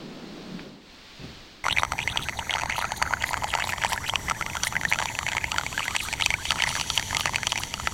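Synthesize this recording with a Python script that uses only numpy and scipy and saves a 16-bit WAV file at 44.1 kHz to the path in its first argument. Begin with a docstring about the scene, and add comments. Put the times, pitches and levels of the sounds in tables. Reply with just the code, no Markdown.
"""A balloon-driven toy boat sputters round a plastic tub outdoors, blowing through a straw at the waterline.
Bubbles burst and their cavities ring, air whistles through swelling and shrinking pockets of water,
and the jet hisses amid fine spray. The straw's air column and an echo off the tub wall colour the sound,
over a low churning of water. Dull room noise comes first and gives way abruptly to the boat at 1.64 s."""
import sys
import numpy as np
from scipy import signal
from scipy.fft import rfft, irfft
from scipy.io import wavfile
from scipy.ndimage import map_coordinates

SR = 44100
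rng = np.random.default_rng(int(sys.argv[2]) if len(sys.argv) > 2 else 0)


def transcribe(u):
    """Save the signal u as a 16-bit wav file named by the first command-line argument.

    u: samples, shape (n,) or (channels, n), limited to [-1, 1]; the rate is SR.
    q: integer samples, one column per channel.
    """
    v = np.clip(np.atleast_2d(u).T, -1, 1)
    q = np.round(v * 32767).astype(np.int16)
    wavfile.write(sys.argv[1], SR, q)


N = 349713
TIME = np.arange(N) / SR
BOAT_START_S, BAND_LIMIT_HZ, TYPICAL_BURST_HZ = 1.638, 16100, 2000
RING_GLIDE_OCTAVES = 0.052  # rise in pitch during one decay time

# Levels in the tables are relative: each source applies its own gain.
# loud bursting bubbles: t/s, ring level/dB, f/Hz, ring decay time/s, snap level/dB
BURSTS = [(1.6414, -3, 2030, 0.004, -19), (1.6541, -1.6, 960, 0.00073, -24),
          (1.6657, 4.5, 1050, 0.0015, -9), (1.6836, 5, 1370, 0.004, -4), (1.7087, 5, 2850, 0.0027, -16),
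          (1.7262, 2, 3050, 0.0036, -14), (1.7722, 5.5, 2030, 0.0015, -16), (1.7842, 10, 2220, 0.001, -9),
          (1.822, -4, 920, 0.001, -19), (1.8336, 8.5, 1080, 0.0007, -5), (1.9207, 3, 1225, 0.0013, -4.5),
          (1.9345, -3.5, 800, 0.0041, -15), (1.9898, 4, 2200, 0.0012, -12), (2.0756, 5.5, 2010, 0.003, -6),
          (2.159, -4.5, 900, 0.0014, -14), (2.1732, 9, 3040, 0.001, -3), (2.2864, 1.8, 2290, 0.00038, -13),
          (2.3897, -2, 875, 0.0037, -10), (2.4951, 2.1, 2060, 0.003, -15), (2.508, 4.5, 3050, 0.001, -10),
          (2.5387, 6.5, 3000, 0.0013, -9), (2.5517, 1.4, 830, 0.0039, -17),
          (2.5693, -2.5, 1180, 0.0021, -15), (2.589, -9, 1490, 0.0022, -10), (2.6347, 1, 950, 0.0011, -9),
          (2.6581, -4, 840, 0.0034, -10), (2.6994, 0.6, 2060, 0.0025, -16), (2.7236, -3, 1970, 0.0034, -16),
          (2.7814, 0.5, 900, 0.003, -15), (2.7904, -2.5, 960, 0.00067, -7), (2.8242, -3, 1400, 0.0006, -22),
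          (2.843, 2.5, 1310, 0.0028, -17), (2.9197, 1.5, 830, 0.0037, -4), (3.0172, 2.5, 930, 0.003, -28),
          (3.0252, 7.5, 1470, 0.00031, 3.5), (3.0637, -2.5, 1280, 0.0029, -25),
          (3.1084, -1.5, 894, 0.0033, -22), (3.1277, -1.5, 980, 0.0015, -19),
          (3.1363, 8.5, 1410, 0.0023, -9), (3.2232, -2, 3140, 0.0014, -6), (3.2407, 5, 1880, 0.0014, -15),
          (3.3326, -1.6, 920, 0.002, -4.5), (3.342, 2.5, 1410, 0.0008, -8), (3.4225, -3, 903, 0.0029, -30),
          (3.4426, 4.1, 815, 0.0058, -4), (3.5388, 4.4, 2100, 0.00016, -28), (3.5512, 5.5, 850, 0.0027, -2),
          (3.5867, -2.1, 980, 0.0014, -13), (3.6226, 3, 2000, 0.00086, -22), (3.642, -3, 810, 0.0014, -13),
          (3.6726, -6, 920, 0.0011, -8), (3.733, -1.5, 1820, 0.002, -19), (3.8262, -4, 3000, 0.0006, -20),
          (3.8372, 3.5, 1620, 0.0006, -5), (3.8477, 6.5, 846, 0.0023, -0.5), (3.9207, -3, 920, 0.002, -12),
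          (3.9317, -1.5, 902, 0.0014, 0.5), (3.9771, -0.7, 1670, 0.0034, -14),
          (4.0955, 4.0, 3070, 0.0027, -6), (4.1368, 2, 946, 0.001, -14), (4.157, 8, 2630, 0.00036, -4),
          (4.2837, -2, 1930, 0.003, -17), (4.2985, -2, 2060, 0.00025, 0.5), (4.311, 6, 1250, 0.0027, -12),
          (4.4108, 1, 1320, 0.0031, -10), (4.4242, -0.5, 1990, 0.002, -12), (4.5528, -3.5, 985, 0.0028, -7),
          (4.569, -1, 1390, 0.0044, -4.5), (4.6346, -1, 3100, 0.0004, 6), (4.6699, 2.5, 1960, 0.0029, -9),
          (4.7541, 1, 1570, 0.003, -16), (4.7659, 6.5, 1920, 0.0023, -11), (4.8512, 7.5, 1760, 0.0047, -6),
          (4.9246, 10.5, 2080, 0.0013, -8), (4.935, 3.5, 2150, 0.00081, -2),
          (4.9878, -0.5, 1510, 0.0025, -1.5), (5.0021, -2.5, 843, 0.0013, -5),
          (5.0568, -3.5, 900, 0.0014, -1.5), (5.1894, 1, 1890, 0.00031, -0.5),
          (5.2654, 0.5, 2100, 0.0049, -14), (5.2871, -0.8, 2260, 0.001, -3.5),
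          (5.3178, -9, 1620, 0.0047, -6), (5.3323, -2.8, 1960, 0.0022, -8), (5.368, 3.1, 2110, 0.0014, -6),
          (5.3811, 2.8, 1990, 0.0012, -7), (5.442, 5.5, 2040, 0.0021, -8), (5.5181, 3.5, 2650, 0.00043, -1),
          (5.543, -4.1, 930, 0.005, -12), (5.5833, 6.5, 1370, 0.0035, 2.5), (5.5961, -6, 820, 0.0022, -13),
          (5.6645, 1.5, 2130, 0.0022, -7), (5.778, 3.5, 1610, 0.003, -9), (5.7936, 1, 2790, 0.0017, -14),
          (5.8806, 2, 1910, 0.002, -5.5), (5.9527, -0.4, 1920, 0.0006, -4), (5.9641, 4.5, 2360, 0.0006, 4),
          (6.1279, 2, 2280, 0.0012, -1.5), (6.1369, 0, 2110, 0.002, -1.5), (6.2101, 0, 2130, 0.0045, -2),
          (6.2222, 9, 2800, 0.0005, -3), (6.2609, 9.5, 2360, 0.0013, 8), (6.3043, 5.5, 2080, 0.0026, 1),
          (6.3397, 9, 2170, 0.0024, -5), (6.4537, -0.5, 3030, 0.003, -6), (6.5066, 11, 2820, 0.00041, 2),
          (6.5197, -0.5, 1550, 0.0004, 2), (6.6018, 4, 2130, 0.0034, -22), (6.622, 9.5, 2860, 0.00082, 2),
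          (6.6376, 6, 1900, 0.0037, 1), (6.6913, -3, 2940, 0.00037, -3), (6.7532, -3, 1600, 0.002, -4),
          (6.7984, 2, 2660, 0.00037, -2), (6.812, 5, 2820, 0.00066, 2.5), (6.9018, 4.1, 3040, 0.00027, 1),
          (6.9766, 11, 2930, 0.0012, 2.5), (6.9963, -4.5, 1780, 0.004, -1), (7.148, 1.5, 2010, 0.004, -1.5),
          (7.1688, 7.5, 2750, 0.00037, 5.5), (7.2081, 4.5, 2840, 0.00047, -2),
          (7.2572, 5, 1860, 0.00015, 3), (7.2794, -4, 1860, 0.0017, -17), (7.3453, -1, 2030, 0.0015, -7),
          (7.3589, 7.5, 2280, 0.00083, 3.5), (7.432, -0.5, 1900, 0.00052, -5),
          (7.4697, 8.5, 2970, 0.00076, 5.5), (7.5207, 8, 2970, 0.00092, 2.5), (7.5596, -2, 2230, 0.004, -9),
          (7.5768, -1, 2440, 0.0011, 1), (7.6352, -1.5, 2940, 0.00054, -1), (7.74, 2.7, 2750, 0.00044, -2),
          (7.873, 7, 1960, 0.00017, -5)]
# spectrum of the knock that a burst gives the straw: f/Hz, level/dB
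KNOCK_SPECTRUM = [(100, -31), (350, -23), (600, 1.5), (900, 1.5), (1300, -6), (2000, 3.5), (3000, -22.5),
                  (6000, -31.5), (16000, -75)]
# spectrum of a tearing film: f/Hz, level/dB
SNAP_SPECTRUM = [(300, -18.5), (1200, -10.5), (2200, 3.5), (3400, 6.5), (5000, -1.5), (7500, 0),
                 (10000, -14), (13000, -25.5), (16000, -19)]
# modes of the straw's air column: f/Hz, bandwidth/Hz, peak height/dB
STRAW_MODES = [(910, 220, 10), (2100, 420, 5), (3130, 350, 8), (4500, 280, 10), (5880, 480, 11),
               (6950, 550, 6), (8050, 380, 8), (9600, 450, 7), (10600, 450, 6), (12100, 750, 9),
               (13600, 450, 5)]
# raspy squirts of air: t/s, duration/s, level/dB, first f/Hz, last f/Hz
AIR_SQUIRTS = [(1.69, .045, -30, 2180, 3770), (1.76, .05, -33, 2200, 4730),
               (1.995, 0.042, -31.5, 2100, 3470), (2.08, 0.048, -34, 2670, 3750),
               (2.175, 0.075, -37, 2500, 3900), (2.373, .028, -34, 4100, 2470),
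               (2.5, 0.069, -40, 2470, 5540), (2.71, 0.099, -34, 2000, 4030),
               (2.807, .035, -43, 3020, 1100), (3.203, .041, -40, 3570, 1750),
               (3.484, 0.057, -37, 4160, 2100), (3.6, 0.055, -33.5, 2100, 4450),
               (3.677, .06, -40, 3330, 1720), (3.8, 0.034, -46, 3000, 1800),
               (4.038, .055, -34.5, 1580, 4600), (4.53, .05, -37, 2000, 1400),
               (4.879, 0.055, -47, 4260, 2280), (5.022, 0.024, -42, 2930, 1470),
               (5.068, .036, -34.5, 3000, 2000), (5.27, 0.086, -39, 2690, 1910),
               (5.4, 0.084, -38, 1800, 2800), (5.8, .05, -34, 2320, 3140),
               (5.983, 0.027, -31.5, 4150, 2050), (6.227, 0.027, -34, 4240, 2920),
               (6.457, 0.038, -33.5, 2600, 3560), (6.57, 0.053, -35, 2100, 3600),
               (6.66, 0.057, -32, 1600, 3540), (7.15, .06, -45, 2200, 4500)]
# sound of the air flow: t/s, gurgle level/dB, hiss level/dB
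AIR_FLOW = [(1.64, -39, -44), (1.83, -41, -49.5), (2.85, -38, -47.5), (3.64, -35, -45.5), (4.3, -41, -44.5),
            (5.48, -40.5, -43.5), (6.37, -44.5, -42.5), (6.72, -40.5, -37.5), (7.93, -44, -45)]
# focused band of the jet's hiss: t/s, f/Hz, level/dB
JET_BAND = [(1.7, 5960, -79), (2.4, 6430, -57.5), (3.1, 6260, -51), (3.6, 6550, -53), (4.4, 7130, -52),
            (5.7, 6980, -59), (7.0, 7000, -65), (7.9, 7100, -58)]
# hiss spectrum with the boat on the far side: f/Hz, level/dB
FAR_HISS_SPECTRUM = [(300, 2), (900, 8), (2000, -18), (3500, 10), (5000, 4), (6500, 9), (9000, 0),
                     (12000, -1), (16000, -11)]
# hiss spectrum with the boat on the near side: f/Hz, level/dB
NEAR_HISS_SPECTRUM = [(300, -6), (900, -24), (2000, 8), (3500, 12.5), (5000, 3.5), (6500, 11.5),
                      (9000, 1.5), (12000, -3.5), (16000, -15)]
# spurts of fine spray: t/s, nominal duration/s, level/dB
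SPRAY_SPURTS = [(1.803, 0.021, -45), (2.217, .035, -43), (2.76, 0.033, -41), (2.817, .015, -39),
                (2.962, .02, -41), (3.257, .06, -39.5), (3.37, .012, -39), (3.47, 0.052, -43.5),
                (3.652, 0.066, -41.5), (3.867, 0.094, -38), (4.07, 0.032, -41), (4.64, 0.044, -32),
                (4.885, 0.028, -35), (5.027, 0.018, -39.5), (5.838, 0.02, -42.5), (5.99, 0.074, -38.5),
                (6.103, .025, -45), (6.235, .022, -45), (6.67, 0.038, -40), (6.95, 0.021, -38),
                (7.185, 0.033, -37), (7.492, .025, -37), (7.593, 0.027, -40)]
# spectrum of the spray: f/Hz, level/dB
SPRAY_SPECTRUM = [(1000, -28), (2500, -7), (4000, 4), (5200, -6), (8000, -0.5), (11000, -0.5),
                  (13000, -5.5), (16000, 2)]
# echo off the tub wall as the boat moves: t/s, delay/ms, reflection factor/1
WALL_ECHO = [(1.7, .505, .42), (2.4, .485, .42), (3.0, .45, .62), (3.5, .41, .28), (4.0, .372, .42),
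             (5.0, .3, .3), (6.0, .24, .2), (7.0, .19, .2), (7.9, .19, .15)]
# spectrum of stirred water and open air: f/Hz, level/dB
CHURN_SPECTRUM = [(20, -7), (38, -7), (60, 0.5), (110, -0.5), (180, -6.5), (280, -12.5), (450, -17.5),
                  (800, -25), (2000, -28.5), (8000, -41)]
# opening room noise: t/s, rumble level/dB, hiss level/dB
ROOM_LEVELS = [(0, -40.5, -49.5), (.62, -40.5, -48.5), (.72, -44, -54), (.8, -50.5, -56.5),
               (.9, -55.5, -51), (1.17, -59, -48.5), (1.24, -40.5, -47), (1.36, -52.5, -48),
               (1.62, -56, -52.5)]
# spectrum of the room's rumble: f/Hz, level/dB
ROOM_RUMBLE_SPECTRUM = [(20, -19), (100, -25), (150, -7), (200, -2), (330, -6), (480, -12), (800, -19.5),
                        (1500, -27), (4000, -67)]
# spectrum of the soft opening hiss, with a dip near 11 kHz and faint top hiss above: f/Hz, level/dB
OPENING_HISS_SPECTRUM = [(20, 10), (50, 7), (120, -2), (1000, -3), (2500, -1), (4300, 0), (6000, -10),
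                         (8500, -19), (10000, -27), (11500, -32), (15500, -22)]
# soft bumps and a tick in the room: t/s, level/dB, f/Hz, spread/Hz, rise time/s, decay time/s
ROOM_BUMPS = [(0.514, -23, 198, 40, 0.016, 0.026), (0.592, -34, 1900, 1800, .001, 0.0059),
              (1.193, -38.5, 117.7, 110, 0.0056, .1)]


def bursts(ring_db=-1.5, knock_db=-8, snap_db=-2, splash_db=-21, swell_db=-12,
           rise_s=0.00026, splash_s=0.0019, swell_s=0.004, size=500):
    """Impulse excitation: a film snaps with a tiny splash, ringing the cavity and the straw."""
    rings, knocks, snaps = np.zeros((3, N))
    t = np.arange(size) / SR
    for s, db, hz, decay, film_db in BURSTS + small_bursts():
        add(rings, s, with_energy(ring(hz, decay, RING_GLIDE_OCTAVES / decay, rise_s), db + ring_db))
        # the knock grows slowly with the level and pitch of the burst
        add(knocks, s, amp([knock_db + 0.5 * db + 0.5 * np.log2(hz / TYPICAL_BURST_HZ)]))
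        splash = amp(splash_db) * rng.standard_normal(size) * np.exp(-t / splash_s)
        add(snaps, s + rise_s, with_energy((t == 0) + splash, film_db))
        # a brief swell of noise just before each snap
        swell = rng.standard_normal(size) * np.exp(-t[::-1] / swell_s)
        add(snaps, s - t[-1], with_energy(swell, film_db + swell_db))
    rings = signal.lfilter(*signal.butter(2, 590, "high", fs=SR), rings)
    knocks = colour(knocks, KNOCK_SPECTRUM, STRAW_MODES)
    return rings + knocks + amp(snap_db) * colour(snaps, SNAP_SPECTRUM, STRAW_MODES)


def small_bursts(per_burst=0.8, scatter_s=0.09, low_hz=900, high_hz=2600, decay_s=0.0019,
                 ring_db=-5.5, snap_db=-10.5, spread_db=2):
    """Random clustering: faint bubbles burst around the loud ones. Gives rows like BURSTS."""
    rows = []
    for which, pitch, late, early, size in rng.random((int(per_burst * len(BURSTS)), 5)):
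        s = BURSTS[int(which * len(BURSTS))][0] + scatter_s * (late - early)
        offset_db = spread_db * (2 * size - 1)
        hz = low_hz * (high_hz / low_hz) ** pitch
        rows.append((s, ring_db + offset_db, hz, decay_s, snap_db + offset_db))
    return rows


def ring(hz, decay_s, octaves_per_s, rise_s):
    """Damped oscillation: an air cavity rings briefly, its pitch sliding as its mouth changes."""
    t = np.arange(900) / SR
    pitch = np.minimum(hz * 2 ** (octaves_per_s * t), SR / 2)
    envelope = (1 - np.exp(-t / rise_s)) * np.exp(-t / decay_s)
    return envelope * np.sin(2 * np.pi * np.cumsum(pitch) / SR)


def plops(gain_db=-6, pitch_hz=1180, decay_s=0.0031, brief_s=0.00049, scatter=0.069, rise_s=0.00051):
    """Cavity resonance: after the briefest cracks, water closes round a larger pocket that rings low."""
    out = np.zeros(N)
    for (s, db, _, crack_s, _), detune in zip(BURSTS, rng.standard_normal(len(BURSTS))):
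        plop = ring(pitch_hz * np.exp(scatter * detune), decay_s, RING_GLIDE_OCTAVES / decay_s, rise_s)
        add(out, s + rise_s, np.exp(-crack_s / brief_s) * with_energy(plop, db + gain_db))
    return out


def whistles(rows, relative_width, wobble, tick_db, overtone=2.59, overtone_db=-15,
             ticks_per_s=220, overhang_s=0.006):
    """Forced resonance: rushing air and tiny pops drive a pocket whose pitch slides with its volume."""
    out = np.zeros(N)
    ticks = (rng.random(N) < ticks_per_s / SR) * rng.uniform(-1.8, 1, N)
    drive = rng.standard_normal(N) + amp(tick_db) * ticks
    waver = np.exp(wobble * wander(126))
    for s, length, db, first_hz, last_hz in rows:
        n = int((length + 2 * overhang_s) * SR)
        span = slice(int(s * SR) - n, int(s * SR))
        hz = np.geomspace(first_hz, last_hz, n) * waver[span]
        width = relative_width * hz.mean()
        upper = resonate(drive[span], overtone * hz, overtone * width) * (overtone * hz < BAND_LIMIT_HZ)
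        sweep = unit(resonate(drive[span], hz, width)) + amp(overtone_db) * unit(upper)
        add(out, s - overhang_s, amp(db) * sweep * signal.windows.tukey(n, 0.4))
    return out


def pockets(lead_s=0.028, trail_s=0.018, octaves_per_s=13.9, spread=0.3, whistle_db=-47,
            lone_per_s=5, lone_db=-42.5, low_hz=1160, high_hz=1860):
    """Resonance rises as a pocket shrinks, through each burst or alone. Gives rows like AIR_SQUIRTS."""
    centres = [(s, hz, whistle_db + 0.2 * db) for s, db, hz, *_ in BURSTS]
    running_s = N / SR - BOAT_START_S
    for when, pitch in rng.random((int(lone_per_s * running_s), 2)):
        centres.append((BOAT_START_S + when * running_s, low_hz * (high_hz / low_hz) ** pitch, lone_db))
    rows = []
    for (s, hz, db), deviation in zip(centres, rng.uniform(-1.1, 1, (len(centres), 3))):
        lead, trail, climb = np.array([lead_s, trail_s, octaves_per_s]) * np.exp(spread * deviation)
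        db -= 0.5 * np.log2(hz / TYPICAL_BURST_HZ)
        rows.append((s - lead, lead + trail, db, hz * 2 ** (-climb * lead), hz * 2 ** (climb * trail)))
    return rows


def gurgle(bubbles_db=-5, wash_db=-4, per_s=170, spread_db=11, cycles=2.9, pitches=36):
    """Bubble resonance: many small bubbles ring over a wash of noise in the straw's lowest modes."""
    bubbles = np.zeros(N)
    for hz in np.geomspace(800, 3300, pitches):
        onsets = rng.integers(0, N, int(per_s * N / SR / pitches))
        sizes = np.minimum(rng.exponential(1, len(onsets)), 3)
        glides = rng.normal(12, 36.5, len(onsets))
        for onset, size, glide in zip(onsets, sizes, glides):
            add(bubbles, onset / SR, amp(spread_db * size) * ring(hz, cycles / hz, glide, 0.00056))
    wash = noise(KNOCK_SPECTRUM, STRAW_MODES) * amp(4 * wander(63))
    flow_db, _ = curves(AIR_FLOW)
    return amp(flow_db) * (amp(bubbles_db) * unit(bubbles) + amp(wash_db) * unit(wash))


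def jet_hiss(spits_per_s=210, spit_db=5, spit_share=0.18, surge_db=1.15, near_at_s=5.6, turn_s=0.05):
    """Turbulent noise: the jet spits unevenly into the straw's modes, gaining body on the near side."""
    spit_phase = np.cumsum(spits_per_s * np.exp(0.4 * wander(80))) / SR % 1
    spits = 1 + amp(spit_db) * np.exp(-spit_phase / spit_share)
    jet = rng.standard_normal(N) * spits * amp(surge_db * wander(14))
    far = amp(0.5) * unit(colour(jet, FAR_HISS_SPECTRUM, STRAW_MODES))
    near = amp(3.5) * unit(colour(jet, NEAR_HISS_SPECTRUM, STRAW_MODES))
    nearness = np.clip((TIME - near_at_s) / turn_s, 0, 1)
    band_hz, band_db = curves(JET_BAND)
    band = amp(band_db) * unit(resonate(jet, band_hz, width_hz=1100))
    _, flow_db = curves(AIR_FLOW)
    return band + amp(flow_db) * ((1 - nearness) * far + nearness * near)


def straw_pressure(sag=0.49, sag_s=0.018, loud_db=10):
    """Venting: each burst lets the relative pressure sag for a moment, the more the louder it is."""
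    vents = np.zeros(N)
    for s, db, *_ in BURSTS:
        add(vents, s, amp([db - loud_db]))
    age = np.arange(SR // 4) / SR / sag_s
    return 1 / (1 + sag * signal.oaconvolve(vents, age * np.exp(1 - age))[:N])


def spray(spurt_db=1, steady_db=-17, lump_db=3, per_s=1400, spread_db=5, cycles=2.1, pitches=30):
    """Shot noise: chirps of tiny bubbles and droplets sum to a faint crackle with short spurts."""
    fizz = np.zeros(N)
    for hz in np.geomspace(2800, 13000, pitches):
        sizes = amp(spread_db * np.minimum(rng.exponential(1, N), 3))
        impulses = sizes * (rng.random(N) < per_s / pitches / SR)
        chirp = ring(hz, cycles / hz, rng.normal(40, 60), 0.0001)
        fizz += signal.oaconvolve(impulses, with_energy(chirp, 0))[:N]
    spurts = np.zeros(N)
    for s, length, db in SPRAY_SPURTS:
        window = signal.windows.tukey(int(1.5 * length * SR), 0.7)
        add(spurts, s - length / 4, amp(db + spurt_db) * window)
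    _, flow_db = curves(AIR_FLOW)
    steady = amp(flow_db + steady_db + lump_db * wander(9.1))
    return (spurts + steady) * unit(colour(fizz, SPRAY_SPECTRUM))


def tub(x, scatter_db=-19, decay_s=0.0014, cutoff_hz=3000, size=1500):
    """Reflection: the tub scatters a brief tail, and the wall's moving echo interferes with the sound."""
    t = np.arange(size) / SR
    tail = rng.standard_normal(size) * np.exp(-t / decay_s) * (t > 0.002)
    x = x + signal.oaconvolve(x, with_energy(tail, scatter_db))[:N]
    delay_ms, reflection = curves(WALL_ECHO)
    echo = map_coordinates(x, [np.arange(N) - delay_ms * SR / 1000], order=3)
    # the low rim reflects only short waves
    echo -= signal.filtfilt(*signal.butter(2, cutoff_hz, fs=SR), echo)
    return x + reflection * echo


def churn(level_db=-40, lump_db=2):
    """Amplitude-modulated noise: the lumpy low rumble of stirred water and open air."""
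    return amp(level_db) * unit(noise(CHURN_SPECTRUM) * amp(lump_db * wander(42)))


def room():
    """Ambient noise: dull indoor rumble and soft hiss, with bumps that are decaying bands of noise."""
    rumble_db, hiss_db = curves(ROOM_LEVELS)
    out = amp(rumble_db - 0.5) * noise(ROOM_RUMBLE_SPECTRUM)
    out += amp(hiss_db + 1.5) * noise(OPENING_HISS_SPECTRUM)
    for s, db, hz, spread, rise, decay in ROOM_BUMPS:
        t = np.maximum(TIME - s, 0)
        band = ((wander(spread) + 1j * wander(spread)) * np.exp(2j * np.pi * hz * t)).real
        out += amp(db) * (1 - np.exp(-t / rise)) * np.exp(-t / decay) * band
    return out


def resonate(x, hz, width_hz):
    """Resonance of gain 1 that follows the curve hz; two poles give it steep sides."""
    carrier = np.exp(2j * np.pi * np.cumsum(hz) / SR)
    r = np.exp(-np.pi * width_hz / SR)
    return 2 * (carrier * signal.lfilter([(1 - r) ** 2], [1, -2 * r, r * r], x / carrier)).real


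def colour(x, spectrum, modes=(), size=8192):
    """Minimum-phase filtering by a smooth spectrum with resonances on top; the response has energy 1."""
    hz = np.fft.rfftfreq(size, 1 / SR)
    f, db = np.transpose(spectrum)
    db = np.interp(np.log(hz + 1), np.log(f + 1), db)
    for centre, width, height in modes:
        db += height / (1 + (2 * (hz - centre) / width) ** 2)
    cepstrum = irfft(np.log(amp(db)))
    cepstrum[1:size // 2] *= 2  # folding the cepstrum makes the response causal
    cepstrum[size // 2 + 1:] = 0
    taps = irfft(np.exp(rfft(cepstrum)))[:size // 2]
    return signal.oaconvolve(x, with_energy(taps, 0))[:N]


def noise(spectrum, modes=()):
    """Stationary coloured noise of rms 1."""
    return unit(colour(rng.standard_normal(N), spectrum, modes))


def wander(rate_hz):
    """Random fluctuation of rms 1, low-passed at about rate_hz."""
    hz = np.fft.rfftfreq(N, 1 / SR)
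    return unit(irfft(rfft(rng.standard_normal(N)) / (1 + (hz / rate_hz) ** 2) ** 2, N))


def curves(rows):
    """Linear interpolation of each column of a table in time."""
    s, *columns = np.transpose(rows)
    return [np.interp(TIME, s, column) for column in columns]


def add(mix, s, sound):
    """Superposition of a sound on the mix at time s."""
    part = mix[max(round(s * SR), 0):][:len(sound)]
    part += sound[:len(part)]


def amp(db):
    """Amplitude ratio of a level in decibels."""
    return 10 ** (np.asarray(db) / 20)


def unit(x):
    """Normalisation to rms 1."""
    return x / np.sqrt(np.mean(x ** 2) + 1e-20)


def with_energy(x, db):
    """Normalisation of a short sound to an energy level of db."""
    return amp(db) * x / (np.linalg.norm(x) + 1e-12)


def scene():
    """Superposition: the boat's sources sound together in the tub, cutting in after the room noise."""
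    boat = bursts() + plops()
    boat += whistles(pockets(), relative_width=0.06, wobble=0.033, tick_db=29.5)  # faint and smooth
    boat += whistles(AIR_SQUIRTS, relative_width=0.19, wobble=0.1, tick_db=31)  # loud and raspy
    boat += gurgle() + straw_pressure() * jet_hiss() + spray()
    outdoors = tub(boat) + churn()
    crossfade = np.clip((TIME - BOAT_START_S) / 0.0024, 0, 1)
    return (crossfade * outdoors + (1 - crossfade) * room())[None]


def record(dry):
    """Saturation rounds the loudest peaks; a low-pass filter then limits the band."""
    clipped = dry / (1 + (dry / 0.64) ** 8) ** (1 / 8)
    lowpass = signal.firwin(401, BAND_LIMIT_HZ, window=("kaiser", 9), fs=SR)
    return signal.oaconvolve(clipped, lowpass[None], "same")


dry = scene()
out = record(dry)
transcribe(out)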